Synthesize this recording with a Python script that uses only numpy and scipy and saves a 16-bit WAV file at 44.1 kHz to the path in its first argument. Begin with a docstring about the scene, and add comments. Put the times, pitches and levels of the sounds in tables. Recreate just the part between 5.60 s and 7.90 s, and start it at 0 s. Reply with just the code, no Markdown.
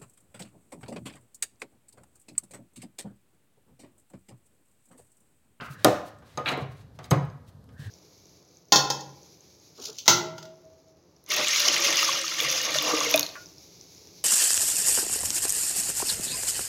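"""A hard metallic snap over a hollow plastic knock, then a scrape in jerks, then a softer clack with
a deep boom, among faint ticks: fingers press a metal drain grate into a plastic shower tray. Contacts
are noise cracks plus decaying grate and tray modes, with low tray thuds. Scrapes are jerks of banded
noise, skin slides are soft-edged hiss, and a whistling hiss is noise on a moving pitch. A small tiled
room answers through decaying noise tails, over a low hum of the house and faint air, both coloured noise."""
import sys
import numpy as np
from scipy import signal
from scipy.fft import rfft, irfft, next_fast_len
from scipy.io import wavfile
from scipy.ndimage import map_coordinates

SR = 44100
rng = np.random.default_rng(int(sys.argv[2]) if len(sys.argv) > 2 else 0)


def int16_out(signal):
    """Quantize to a 16-bit WAV file."""
    q = np.round(np.clip(np.atleast_2d(signal).T, -1, 1) * 32767)
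    wavfile.write(sys.argv[1], SR, q.astype(np.int16))


N = 101429
T = np.arange(N) / SR


def amp(db):
    """dB to gain."""
    return 10 ** (np.asarray(db) / 20)


def unit(x):
    """Scaled to rms 1."""
    return x / np.sqrt(np.mean(x ** 2) + 1e-20)


def along(points, hz):
    """Interpolates (Hz, value) points on a log frequency axis."""
    point_hz, values = np.transpose(points)
    return np.interp(np.log(hz + 1), np.log(point_hz + 1), values)


def filtered(x, response):
    """Multiplies the spectrum of x by a response of frequency."""
    m = next_fast_len(len(x) + 8192)
    spectrum = rfft(x, m) * response(np.fft.rfftfreq(m, 1 / SR))
    return irfft(spectrum, m)[:len(x)]


def low_pass(x, top_hz, order):
    """Causal Butterworth low-pass."""
    sos = signal.butter(order, min(top_hz, SR / 2.1), fs=SR, output="sos")
    return signal.sosfilt(sos, x)


def band(x, low_hz, top_hz, order):
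    """Causal band: second order below, the given order above."""
    return filtered(low_pass(x, top_hz, order), lambda hz: (1j * hz / (low_hz + 1j * hz)) ** 2)


def wobble(knots_per_s):
    """Smooth random curve through normal-distributed knots."""
    knots = rng.standard_normal(int(N * 2000 / SR))
    return map_coordinates(knots, [np.cumsum(knots_per_s + 0 * T) / SR])


def hiss(colour):
    """Coloured noise of rms 1."""
    return unit(filtered(rng.standard_normal(N), lambda hz: amp(along(colour, hz))))


def gate(start_s, length_s, edge_s):
    """Linear rise, hold, linear fall."""
    rise = np.clip((T - start_s) / edge_s + .5, 0, 1)
    fall = np.clip((start_s + length_s - T) / edge_s + .5, 0, 1)
    return rise * fall


def add(out, start_s, x):
    """Mixes x into out from start_s."""
    part = out[round(start_s * SR):][:len(x)]
    part += x[:len(part)]


SCATTER_DB = 3.5  # standard deviation of mode level, blow to blow


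def ringing(modes, centre_hz, octaves, rise_cycles, phase_scatter_turns, blur_hz=0):
    """Decaying modes, 6 dB down at the given octaves from the blow's centre; blur makes phase wander."""
    hz, db, t60_s = np.transpose(modes)[:, :, None]
    t = T[:SR // 3]
    db = db - 6 * (np.log2(hz / centre_hz) / octaves) ** 2
    db = db + SCATTER_DB * rng.standard_normal(hz.shape)
    phase = 2 * np.pi * (hz * t + phase_scatter_turns * rng.random(hz.shape))
    if blur_hz:
        steps = rng.standard_normal(phase.shape)
        phase = phase + np.sqrt(2 * np.pi * blur_hz / SR) * np.cumsum(steps, axis=1)
    envelope = amp(db - 60 * t / t60_s) * (1 - np.exp(-t * hz / rise_cycles))
    return np.sum(envelope * np.sin(phase), axis=0)


# Hum level over time. Each row: time in seconds, level in dB.
HUM_LEVEL = [(0, -48), (.7, -50), (1.2, -45), (1.35, -47), (1.6, -45), (1.96, -47.5), (2.3, -42.5)]
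# Hum spectrum. Each row: frequency in Hz, relative density in dB per Hz.
HUM_SPECTRUM = [(15, -69), (25, -41.5), (50, 0.5), (108, 5), (160, -7.5), (303, -12.5), (330, -25),
                (424, -19.5), (487, -19.5), (700, -32.5), (910, -95), (1540, -120)]


def house_hum():
    """Low-frequency coloured noise of slowly moving level."""
    level_db = np.interp(T, *np.transpose(HUM_LEVEL))
    return amp(level_db) * hiss(HUM_SPECTRUM)


# Air spectrum. Each row: frequency in Hz, relative density in dB per Hz.
AIR_SPECTRUM = [(290, -34.5), (500, 12.5), (1610, 1.5), (2260, -12), (2650, -10.5), (4050, -5),
                (8420, -13.5), (13800, -13), (16500, -28.5)]
AIR_DB = -67


def air():
    """Faint coloured noise, its level wavering slightly."""
    return amp(AIR_DB + 0.48 * wobble(3.2)) * hiss(AIR_SPECTRUM)


# Room decay. Each row: frequency in Hz, t60 in seconds.
ROOM_DECAY = [(100, 0.54), (300, 0.39), (700, 0.5), (1500, 0.55), (3000, 0.47), (6000, .42), (11000, 0.32),
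              (16000, 0.44)]
# Room level. Each row: frequency in Hz, tail level in dB against the direct sound.
ROOM_LEVEL = [(100, -6), (400, -4.5), (1000, -3), (2500, -4.5), (6000, -6.5), (10000, -16), (15000, -15)]


def bathroom(x):
    """Tiled walls: noise tails decay per frequency, a fresh tail for each eighth of a second of input."""
    out, step = np.zeros(N), SR // 8
    for start in range(0, N, step):
        hz, t, z = signal.stft(rng.standard_normal(SR * 3 // 4), SR, nperseg=256)
        fall = amp(-60 * t / along(ROOM_DECAY, hz)[:, None])
        fall /= np.linalg.norm(fall, axis=1, keepdims=True)
        fall *= amp(along(ROOM_LEVEL, hz))[:, None]
        tail = signal.istft(z * fall, SR, nperseg=256)[1] / np.sqrt(128)
        add(out, start / SR + .003, signal.fftconvolve(x[start:start + step], tail))  # 3 ms delay
    return out


# Whistling hiss. Each row: time in seconds, pitch in Hz, width in Hz (knots per second), level in dB.
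WHISTLE_PATH = [(0, 1312, 897, -45), (.05, 1348, 595, -44.5), (0.111, 1400, 624, -60),
                (0.162, 1600, 604, -53.5), (0.239, 1800, 336, -59.5), (0.3, 1800, 297.6, -69),
                (2.079, 1656, 298.6, -96.5), (2.16, 1632, 451.6, -63.5), (2.271, 1758, 407, -54),
                (2.3, 1600, 250, -63)]


def whistle():
    """Narrow noise band: two random envelopes on quadrature carriers of moving pitch."""
    time_s, *columns = np.transpose(WHISTLE_PATH)
    pitch_hz, width_hz, level_db = [np.interp(T, time_s, c) for c in columns]
    phase = 2 * np.pi * np.cumsum(pitch_hz) / SR
    return amp(level_db) * (wobble(width_hz) * np.sin(phase) + wobble(width_hz) * np.cos(phase))


# Skin spectrum before tilt. Each row: frequency in Hz, relative density in dB per Hz.
SKIN_SPECTRUM = [(1290, -8), (2200, -6.5), (2600, -8.5), (4030, -7), (5090, -11), (15100, -22),
                 (16000, -20.5)]
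# Skin slides. Each row: start in seconds, length in seconds, level in dB before tilt,
# tilt in dB per octave about 6 kHz.
SKIN_SLIDES = [(0.008, 0.025, -50.5, -4.5), (0.029, 0.052, -52, 1.5), (0.095, 0.06, -53, 5.5),
               (0.176, 0.24, -57, -1.5), (0.446, 0.058, -54, 3), (0.646, 0.14, -62.5, -0.6),
               (0.855, 0.085, -43, -2), (0.996, 0.04, -53, 0), (1.099, 0.047, -61, 1),
               (1.151, 0.085, -62.5, 0.5), (1.343, 0.03, -62, 1.5), (1.433, 0.033, -49.5, 1.5),
               (1.873, 0.026, -54, 3), (2.129, 0.014, -58, 5), (2.18, 0.11, -55.5, 0.3)]
SLIDE_EDGE_S = 0.039


def slides():
    """Skin on metal: one fluctuating hiss, gated softly and tilted for each slide."""
    skin = amp(0.71 * wobble(120)) * hiss(SKIN_SPECTRUM)
    out = np.zeros(N)
    for start_s, length_s, db, tilt_db in SKIN_SLIDES:
        tilted = filtered(skin, lambda hz: amp(tilt_db * np.log2((hz + 1) / 6000)))
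        out += amp(db) * gate(start_s, length_s, SLIDE_EDGE_S) ** 2 * tilted
    return out


# Rim scrapes. Each row: start in seconds, length in seconds, starting level in dB,
# bottom in Hz, top in Hz.
RIM_SCRAPES = [(.0, 0.092, -44.5, 581, 2860), (0.8586, 0.0053, -26, 1500, 4250),
               (0.8665, 0.0059, -24, 2170, 4240), (0.8763, 0.016, -23, 2170, 4250),
               (0.8894, .008, -25, 1800, 4190), (0.863, 0.085, -30, 345.6, 2650),
               (0.954, 0.039, -43, 300, 1670), (1.5042, 0.0035, -46, 3000, 13060),
               (1.513, 0.0044, -32, 2995, 14000)]
SCRAPE_EDGE_S, GRIT_DB, JERK_FALL_DB = 0.00031, 2.5, 7


def scrapes():
    """The rim scrapes in jerks: gritty noise in a band each, starting hard and easing off."""
    out = np.zeros(N)
    for start_s, length_s, db, low_hz, top_hz in RIM_SCRAPES:
        grit = rng.standard_normal(N) * amp(GRIT_DB * wobble(600))
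        fall_db = JERK_FALL_DB * np.clip((T - start_s) / length_s, 0, 1)
        jerk = gate(start_s, length_s, SCRAPE_EDGE_S) * amp(db - fall_db)
        width_gain = np.sqrt(SR / 2 / (top_hz - low_hz))  # offsets the band's narrowness
        out += band(jerk * grit, low_hz, top_hz, order=16) * width_gain
    return out


# Tray modes. Each row: frequency in Hz, relative level in dB, t60 in seconds.
TRAY_MODES = [(107.6, 8, 0.21), (138, 13.5, 0.1), (200, 5, .09), (292.3, 6, 0.13), (392, -1.5, 0.079),
              (498, 0, 0.21), (533, 1, 0.098), (578.7, -1.5, 0.13), (723, 1, 0.17), (883, -2, 0.078),
              (1048, -2, 0.14), (1234, 4, 0.14), (1370, -2, 0.07), (1600, 3, 0.025)]
# Low thuds of the tray, many under the grate blows. Each row: start in seconds,
# level in dB added to the modes, centre in Hz.
TRAY_THUDS = [(0.099, -39, 132), (0.258, -18.5, 91), (0.774, -35.5, 141), (0.872, -33, 144),
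              (0.929, -33, 132), (1.02, -30.5, 136), (1.388, -42.5, 139), (1.518, -12, 138),
              (1.69, -34.5, 142), (1.944, -45.5, 141.8), (2.193, -33, 131.6), (2.251, -43, 104)]
THUD_OCTAVES, THUD_RISE_CYCLES = 0.23, 1


def thuds():
    """Low thuds: tray modes near a low centre ring, all starting in phase."""
    tray = np.zeros(N)
    for start_s, db, centre_hz in TRAY_THUDS:
        notes = ringing(TRAY_MODES, centre_hz, THUD_OCTAVES, THUD_RISE_CYCLES, phase_scatter_turns=0)
        add(tray, start_s, amp(db) * notes)
    return tray


# Grate modes. Each row: frequency in Hz, relative level in dB, t60 in seconds.
GRATE_MODES = [(3103, 2.5, 0.025), (3800, 3.5, 0.024), (4160, -2.5, 0.02), (4910, 3, 0.024),
               (6436, 5.5, 0.03), (8000, 0.5, 0.039), (9500, -14, 0.023), (4960, -4.5, 0.0081),
               (10600, -17.5, 0.033), (11300, -12, .04), (13980, -5.5, .03)]
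# Grate contacts. Each row: start in seconds, crack level in dB, crack top in Hz,
# grate ring level in dB added to the modes, ring centre in Hz, tray note level in dB added to the modes,
# dull knock level in dB, knock centre in Hz.
GRATE_TAPS = [(0.01, -41.5, 4000, -40.5, 2840, -70, -41.5, 533),
              (0.2455, -1.5, 13000, -18.5, 4410, -16, -10.5, 525),
              (0.586, -51, 9050, -74, 8000, -59, -80, 200), (0.622, -51, 2090, -83, 3100, -58, -53, 870),
              (0.7743, -30.5, 8300, -37.5, 4250, -32.5, -28.5, 704),
              (.889, -32, 12000, -41, 8000, -33.5, -31, 905),
              (.916, -58, 11900, -46, 8000, -39.5, -27.5, 647),
              (0.974, -42, 13560, -58.5, 11930, -37, -31, 454),
              (1.389, -31, 5400, -86, 8000, -55, -40.5, 830),
              (1.4421, -42.5, 8850, -50.5, 5000, -61, -48.5, 895),
              (1.5091, -33.5, 11300, -27, 9500, -23.5, -19, 282),
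              (1.5121, -24, 5000, -28, 4240, -23, -19.5, 750),
              (1.652, -51, 14770, -66, 14000, -66, -75, 498), (1.6999, -54, 5000, -62, 3920, -64, -53, 714),
              (2.0407, -56, 14800, -77, 11960, -78, -69, 305),
              (2.09, -46.5, 4980, -68, 3500, -65.5, -65, 1675)]
CRACK_T60_S, CRACK_RISE_S = 0.013, 0.00083
RING_OCTAVES, RING_RISE_CYCLES, RING_BLUR_HZ = 0.64, 1.1, 25.1  # fingers smear the notes
KNOCK_OCTAVES, KNOCK_RISE_CYCLES, TRAY_BLUR_HZ = 0.89, 1, 16
DULL_T60_S, DULL_BOTTOM, DULL_TOP = 0.15, 0.18, 1.26  # unresolved tray modes; edges / knock centre
RING_ROOM_DB = -9.5  # the ring reaches the walls weakly


def taps():
    """Contacts: noise crack, grate ring, tray notes, dull knock. Returns direct sound and room feed,
    where each crack is one low-passed impulse of the same energy before the filter."""
    tray, ring, cracks, snaps = np.zeros((4, N))
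    t = T[:SR // 2]
    for start_s, crack_db, top_hz, ring_db, ring_hz, notes_db, dull_db, knock_hz in GRATE_TAPS:
        crack_envelope = amp(crack_db - 60 * t / CRACK_T60_S) * (1 - np.exp(-t / CRACK_RISE_S))
        crack = rng.standard_normal(len(t)) * crack_envelope
        snap = np.linalg.norm(crack) * (t == 0)
        add(cracks, start_s, low_pass(crack, top_hz, order=2))
        add(snaps, start_s, low_pass(snap, top_hz, order=2))

        dull_noise = rng.standard_normal(len(t))
        dull = unit(band(dull_noise, DULL_BOTTOM * knock_hz, DULL_TOP * knock_hz, order=2))
        dull_rise = 1 - np.exp(-t * knock_hz / KNOCK_RISE_CYCLES)
        add(tray, start_s, amp(dull_db - 60 * t / DULL_T60_S) * dull_rise * dull)

        grate = ringing(GRATE_MODES, ring_hz, RING_OCTAVES, RING_RISE_CYCLES, 0.94, RING_BLUR_HZ)
        add(ring, start_s, amp(ring_db) * grate)
        notes = ringing(TRAY_MODES, knock_hz, KNOCK_OCTAVES, KNOCK_RISE_CYCLES, 0.22, TRAY_BLUR_HZ)
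        add(tray, start_s, amp(notes_db) * notes)
    return tray + cracks + ring, tray + snaps + amp(RING_ROOM_DB) * ring


def scene():
    """Hands and grate in the room, over hum and air."""
    background = house_hum() + air()
    rubbing = whistle() + slides() + scrapes()
    thudding = thuds()
    tapped, tapped_to_room = taps()
    direct = rubbing + thudding + tapped
    return (background + direct + bathroom(rubbing + thudding + tapped_to_room))[None]


LOW_CUT_HZ, SHELF_HZ, SHELF_DB, TOP_HZ = 65, 15900, -22.5, 16800


def record(dry):
    """Microphone: third-order bass cut, a step down above SHELF_HZ, silence from TOP_HZ."""
    def response(hz):
        bass_cut = (1j * hz / (LOW_CUT_HZ + 1j * hz)) ** 3
        shelf = np.where(hz > SHELF_HZ, amp(SHELF_DB), 1)
        return bass_cut * shelf * (hz < TOP_HZ)
    return filtered(dry[0], response)[None]


dry = scene()
out = record(dry)
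int16_out(out)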